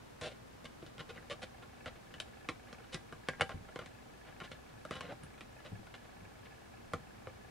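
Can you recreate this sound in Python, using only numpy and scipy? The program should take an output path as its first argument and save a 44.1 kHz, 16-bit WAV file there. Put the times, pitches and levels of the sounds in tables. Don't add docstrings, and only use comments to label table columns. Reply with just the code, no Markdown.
import sys
import numpy as np
from scipy import signal
from scipy.fft import rfft, irfft
from scipy.io import wavfile
from scipy.ndimage import uniform_filter1d

SR = 44100
rng = np.random.default_rng(int(sys.argv[2]) if len(sys.argv) > 2 else 0)


def transcribe(signal):
    frames = np.atleast_2d(signal).T
    limited = np.clip(frames, -1, 1)
    pcm = np.round(limited * 32767).astype(np.int16)
    wavfile.write(sys.argv[1], SR, pcm)


N = 330750
SIZE = 32768
HZ, T = np.fft.rfftfreq(SIZE, 1 / SR), np.arange(SIZE) / SR


def taps(usual_db=-46, usual_t60=0.097, halving_db=19.5, crunch_db=1, crunch_t60=0.009):
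    # start in seconds, level in dB, weight in dB, brightness in dB per octave,
    # favoured note in Hz, its lift in dB.
    # The rows at 1.178 and 1.226 s are two faint 1.8 kHz ticks of the small motor.
    hits = [(0.212, -51, 4, 2, 3600, -4), (0.644, -55.5, 7, 0.5, 7000, 5), (0.826, -54, 16, -4, 302, 9.5),
            (0.864, -57, 4, -0.5, 4000, 6), (0.981, -55, 0, -1.5, 3200, 4), (1.178, -55, 7, -6, 1800, 14),
            (1.226, -61, 7, -3, 1800, 13), (1.859, -45, -9, -4, 650, 18), (2.14, -51.5, -6, -2.5, 2670, 3),
            (2.2007, -42, -5, 2.5, 3350, 6), (2.488, -38.5, -1, -3.5, 2140, 3.5),
            (2.494, -46.5, -7, -2.5, 5800, 1), (2.728, -52, 0, -2, 5400, 6),
            (2.9443, -43.5, 8, 2, 4660, 3.5), (3.125, -49.5, 13, 0.5, 1310, 18),
            (3.286, -35, 0.5, -2, 1320, 7), (3.334, -53.5, -8, -9, 2000, 6), (3.397, -45.5, 4, -5, 1130, 5),
            (3.4093, -29.5, -1, -7.5, 9800, 15), (3.4182, -34, -3, -3, 2400, 1),
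            (3.493, -45, 6, -1.5, 1140, 11.5), (3.759, -44.5, 5.5, -3, 1050, 6),
            (3.79, -45, -0.5, -3, 1040, 6), (3.86, -55.5, -5, 0.5, 760, 2), (4.402, -51, -20, -3, 890, 1),
            (4.516, -49.5, 3.5, 0, 3670, 5), (4.851, -46.5, 13.5, 1.5, 1300, 14),
            (4.9091, -41.5, 12, 0, 1350, 10), (4.954, -55.5, 8, 3, 1130, 6),
            (5.008, -44, -2.5, -1.5, 885, 9), (5.122, -48.5, 9, -2.5, 890, 10),
            (5.235, -59, 4, -2.5, 10500, 25), (5.408, -51.5, -1, -1, 2600, 7), (5.87, -59, 7, 1, 1430, 12),
            (6.935, -36.5, 16.5, 0.5, 1370, 16.5), (7.271, -46, 5.5, -9.5, 1200, 1.5)]
    out = np.zeros((2, N))
    for start, db, weight_db, bright_db, spot_hz, spot_db in hits:
        force_db = db - usual_db
        bass_db = 4 + 0.7 * weight_db - 0.37 * force_db
        t60 = usual_t60 * 2 ** (-max(force_db, 0) / halving_db)
        push = (T == 0) + amp(crunch_db) * unit(rng.standard_normal(SIZE) * fade(T, crunch_t60))
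        add(out, start, panel(push, db, 0.02, bass_db, weight_db, bright_db, spot_hz, spot_db, t60))
        add(out, start, claw_tip(db - 1 + 1.5 * bright_db))
    return out


def claw_tip(db, click_s=0.0012, low_hz=3300, high_hz=9000, side_db=-8):
    burst = rfft(rng.standard_normal((2, SIZE)) * np.exp(-T / click_s))
    band = 1 / (1 + (low_hz / (HZ + 1)) ** 4) / (1 + (HZ / high_hz) ** 6)
    return amp([[db], [db + side_db]]) * irfft(burst * causal(band))


def claw_scrapes():
    # start and length in seconds, level in dB, paw weight in dB, brightness in dB per octave.
    strokes = [(0.213, 0.082, -44, 3.5, 0), (0.3, 0.035, -56, 6.5, 0), (0.652, 0.0086, -46.7, -8, -1),
               (0.993, 0.025, -46.5, 0, -3), (1.09, 0.025, -48, 6.5, -1.5), (1.158, 0.025, -54, -1, -6.5),
               (1.298, 0.043, -42.5, 1, -1.3), (1.418, 0.029, -45.5, 3.5, 0),
               (1.621, 0.02, -55.5, -0.5, -6), (1.862, 0.028, -48.5, 1.5, -3),
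               (2.796, 0.014, -55, 2.5, -15), (2.923, 0.029, -46.5, 4, 2), (3.506, 0.021, -49, 0, -6),
               (3.683, 0.011, -52, 6, -10), (3.805, 0.037, -55.5, -2, -10), (4.26, 0.062, -60.5, 0, -8),
               (4.409, 0.014, -46, 0, -12), (4.434, 0.037, -53, -1, -1.5), (4.916, 0.082, -49, 2.5, -3),
               (5.023, 0.058, -52, 0, -5.5), (5.082, 0.048, -48, 7, -7), (5.647, 0.036, -53, 3, -2),
               (5.94, 0.023, -52, -3, -3), (6.45, 0.016, -58.5, -13, -5)]
    out = np.zeros((2, N))
    for start, length, db, weight_db, bright_db in strokes:
        add(out, start, claw_drag(length, db, weight_db, bright_db))
    return out


def claw_drag(length, db, weight_db, bright_db, slips_per_s=700, spread_db=4, catch=0.79, rub=0.13):
    slips = rng.random(SIZE) < slips_per_s / SR
    slips = slips * amp(spread_db * np.minimum(rng.exponential(1, SIZE), 2))
    grip = np.interp(T / length, [0, 0.48, 1], [0.75, 1, 0.23], right=0)
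    push = grip * (catch * (T == 0) + slips * rng.choice([-1, 1], SIZE) + rub * rng.standard_normal(SIZE))
    return panel(push, db, length, bass_db=3, knock_db=weight_db, bright_db=bright_db,
                 spot_hz=3600, spot_db=4, t60=0.073, scatter_db=-3)


def claw_fidgets(count=18, between_s=(0.7, 6.1), level_db=-61, spread_db=2):
    out = np.zeros((2, N))
    for k, (when, size) in enumerate(rng.random((count, 2))):
        start = np.interp(k + when, [0, count], between_s)
        db = level_db + spread_db * (2 * size - 1)
        add(out, start, claw_drag(0.014, db, weight_db=-2, bright_db=-5))
    return out


def panel(push, db, span_s, bass_db, knock_db, bright_db, spot_hz, spot_db, t60, scatter_db=0):
    # a panel mode in Hz, its width in Hz, its lift over the broad response in dB.
    modes = [(89.5, 30, 12), (153, 21, 9), (333, 113, 7), (571, 82, 3), (481, 33, 7.5), (517.6, 22, 6.5),
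             (632.6, 170, 14.5), (779, 12, 7.5), (1057, 54, 9.5), (1193, 48, 4), (1355, 250, 7.5),
             (1614, 18, 9.5), (1770, 18, 0.5), (1967, 73, 9), (1940, 23, 1), (2178, 75, 7.5), (2310, 24, 8),
             (2540, 33, 5), (2870, 460, 2.5), (2966, 48, 7), (3910, 74, 6)]
    # frequency in Hz, the wood's broad response in dB.
    wood = [(25, -41), (70, -10), (130, -5), (300, -2.5), (550, -7), (900, -8), (1400, -2.5), (3500, -3.5),
            (4600, -8.5), (7000, -14), (10300, -18), (11300, -33), (13000, -42), (16000, -56)]
    # frequency in Hz, side against mid in dB.
    wood_side = [(60, -26), (300, -31), (1300, -39), (2400, -19), (4400, -8), (9000, -4.5)]
    travel_s = 0.0010164
    direct = np.exp(-4j * np.pi * travel_s * np.sqrt(1000 * HZ))
    scatter = rfft(unit(rng.standard_normal((2, SIZE)) * fade(T, t60)))
    echo = amp(-1) * np.exp(-2j * np.pi * HZ * 0.002983) / (1 + 1j * HZ / 1100)
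    mid = direct * (1 - echo) + amp(scatter_db) * scatter[0]
    side = amp(read(wood_side, HZ)) * scatter[1]
    waves = rfft(push, SIZE) * np.array([mid, side])
    modes_db = sum((lift + rng.standard_normal()) / (1 + (2 * (HZ - hz) / width) ** 2)
                   for hz, width, lift in modes)
    modes_db += spot_db * np.exp(-0.5 * (np.log2((HZ + 1) / spot_hz) / 0.3) ** 2)
    touch_db = read([(190, bass_db), (420, knock_db), (700, knock_db), (1100, 0)], HZ)
    touch_db += bright_db * np.log2(np.maximum(HZ / 1500, 1))
    broad = np.sqrt(uniform_filter1d(abs(waves[0]) ** 2, size=800) + 1e-12)
    spectrum = waves * causal(amp(read(wood, HZ) + modes_db + touch_db) / broad)
    energy = 2 * np.sum(abs(spectrum[0, (HZ > 400) & (HZ < 8000)]) ** 2) / SIZE
    return irfft(spectrum) * amp(db) * np.sqrt(span_s * SR / energy)


def paw_thuds(gain_db=-1, rise_s=0.0027, t60=0.16, overtone_db=-7, puff_db=-11, puff_hz=300, side_db=-14):
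    # start in seconds, relative level in dB, pitch of the floor in Hz.
    landings = [(1.861, -44, 91), (2.943, -41.5, 108), (3.288, -44, 147), (3.414, -42, 160),
                (3.543, -34.5, 91), (3.599, -46, 109.6), (5.036, -44, 169), (5.231, -49, 148),
                (5.719, -33.5, 107), (5.789, -48.5, 197), (6.22, -43.5, 100.6), (6.936, -38, 153),
                (7.271, -54, 96)]
    out = np.zeros((2, N))
    for start, db, hz in landings:
        swing = np.sin(2 * np.pi * hz * T) + amp(overtone_db) * np.sin(2 * np.pi * hz * 1.65 * T)
        puff = irfft(rfft(rng.standard_normal((2, SIZE))) / (1 + (HZ / puff_hz) ** 3))
        puff /= np.sqrt(np.mean(puff ** 2))
        envelope = amp(db + gain_db) * (1 - np.exp(-T / rise_s)) * fade(T, t60)
        add(out, start, envelope * np.array([swing + amp(puff_db) * puff[0], amp(side_db) * puff[1]]))
    return out


def room_tail(sound, mid_db=-15, side_db=-17, build_s=0.0047):
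    # frequency in Hz, seconds to die away by 60 dB.
    decay_times = [(100, 0.53), (500, 0.11), (2000, 0.15), (10000, 0.35)]
    hz, t, noise = signal.stft(rng.standard_normal((2, SIZE)), SR, nperseg=256)
    envelope = fade(t, read(decay_times, hz)[:, None]) * (1 - np.exp(-t / build_s))
    tail = signal.istft(noise * envelope, SR, nperseg=256)[1]
    return amp([[mid_db], [side_db]]) * signal.fftconvolve(sound[:1], unit(tail), axes=1)[:, :N]


def motor_ticks(ticks_per_s=26.6, tick_db=-57.5, uneven_db=2.5, hard_db=-52, t60=0.032, side_db=-6):
    # a housing mode in Hz, its width in Hz, its relative level in dB.
    housing = [(520, 450, 13.5), (772, 63, 4), (890, 250, -13.5), (1450, 140, -2), (1708, 44, -0.5),
               (2257, 81, -1.5), (2610, 124, 0)]
    # time in seconds, change in tick strength in dB.
    load = [(.7, -24), (1.3, 1.5), (7.5, 1.5)]
    hard_starts = [5.5868, 6.25, 6.52, 6.7366]
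    out, t = np.zeros((2, N)), T[:SIZE // 8]
    ring = sum(amp(db) * np.exp(-np.pi * width * t) * np.sin(2 * np.pi * (hz * t + rng.random()))
               for hz, width, db in housing)
    ring *= 1 - np.exp(-t / 0.0017)
    beats = np.arange(0, N / SR, 1 / ticks_per_s)
    beat_db = tick_db + np.interp(beats, *np.transpose(load))
    beat_db += uneven_db * rng.standard_normal(len(beats))
    for start, db in [*zip(beats, beat_db), *[(s, hard_db) for s in hard_starts]]:
        rattle = unit(rng.standard_normal((2, len(t))) * fade(t, t60))
        tick = unit(signal.fftconvolve(rattle, ring[None], axes=1)) * np.linalg.norm(ring)
        add(out, start, amp([[db], [db + side_db]]) * tick)
    return out


def room_tone(noise_db=-58.5):
    # frequency in Hz, relative density of rumble and hiss in dB.
    colour = [(12, -28), (25, -1.5), (54, -7.5), (80, -1), (116, 1), (150, -4), (235, -3.5), (290, -8),
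              (700, -11), (1500, -14.5), (3600, -22.5), (6500, -27.5), (10500, -32), (15500, -39)]
    # frequency in Hz, side against mid in dB.
    width = [(60, -3), (110, -12.5), (200, -0.5), (380, 6.5), (700, 3.5), (1290, 1), (2380, -1), (4400, -1),
             (8120, -1.5), (15000, 0)]
    # a mains harmonic in Hz, its level in dB.
    mains = [(60, -68.5), (120, -73), (240, -74)]
    hz, t = np.fft.rfftfreq(N, 1 / SR), np.arange(N) / SR
    noise = rfft(rng.standard_normal((2, N))) * amp(read(colour, hz))
    mid, side = irfft(noise[0], N), irfft(noise[1] * amp(read(width, hz)), N)
    hum = sum(np.sqrt(2) * amp(db) * np.sin(2 * np.pi * (f * t + rng.random())) for f, db in mains)
    return amp(noise_db) * np.array([mid, side]) / mid.std() + np.array([hum, np.zeros(N)])


def amp(db):
    return 10 ** (np.asarray(db) / 20)


def unit(x):
    return x / np.linalg.norm(x, axis=-1, keepdims=True)


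def read(points, hz):
    f, value = np.transpose(points)
    return np.interp(np.log(hz + 1), np.log(f + 1), value)


def fade(t, t60):
    return np.exp(-np.log(1000) * t / t60)


def add(mix, start, sound):
    part = mix[:, max(round(start * SR), 0):][:, :sound.shape[1]]
    part += sound[:, :part.shape[1]]


def causal(gain):
    log_gain = np.log(np.maximum(gain, 1e-5))
    mirrored = np.r_[log_gain, log_gain[-2:0:-1]]
    return np.exp(np.conj(signal.hilbert(mirrored)))[:len(gain)]


def scene():
    close = taps() + claw_scrapes() + paw_thuds() + claw_fidgets()
    mid, side = close + room_tail(close) + room_tone() + motor_ticks()
    return np.array([mid + side, mid - side]) * amp([[0.12], [-0.12]])


def record(dry, edge_hz=15800):
    lowpass = signal.firwin(511, edge_hz, window=("kaiser", 9), fs=SR)
    return signal.oaconvolve(dry, lowpass[None], "same")


dry = scene()
out = record(dry)
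transcribe(out)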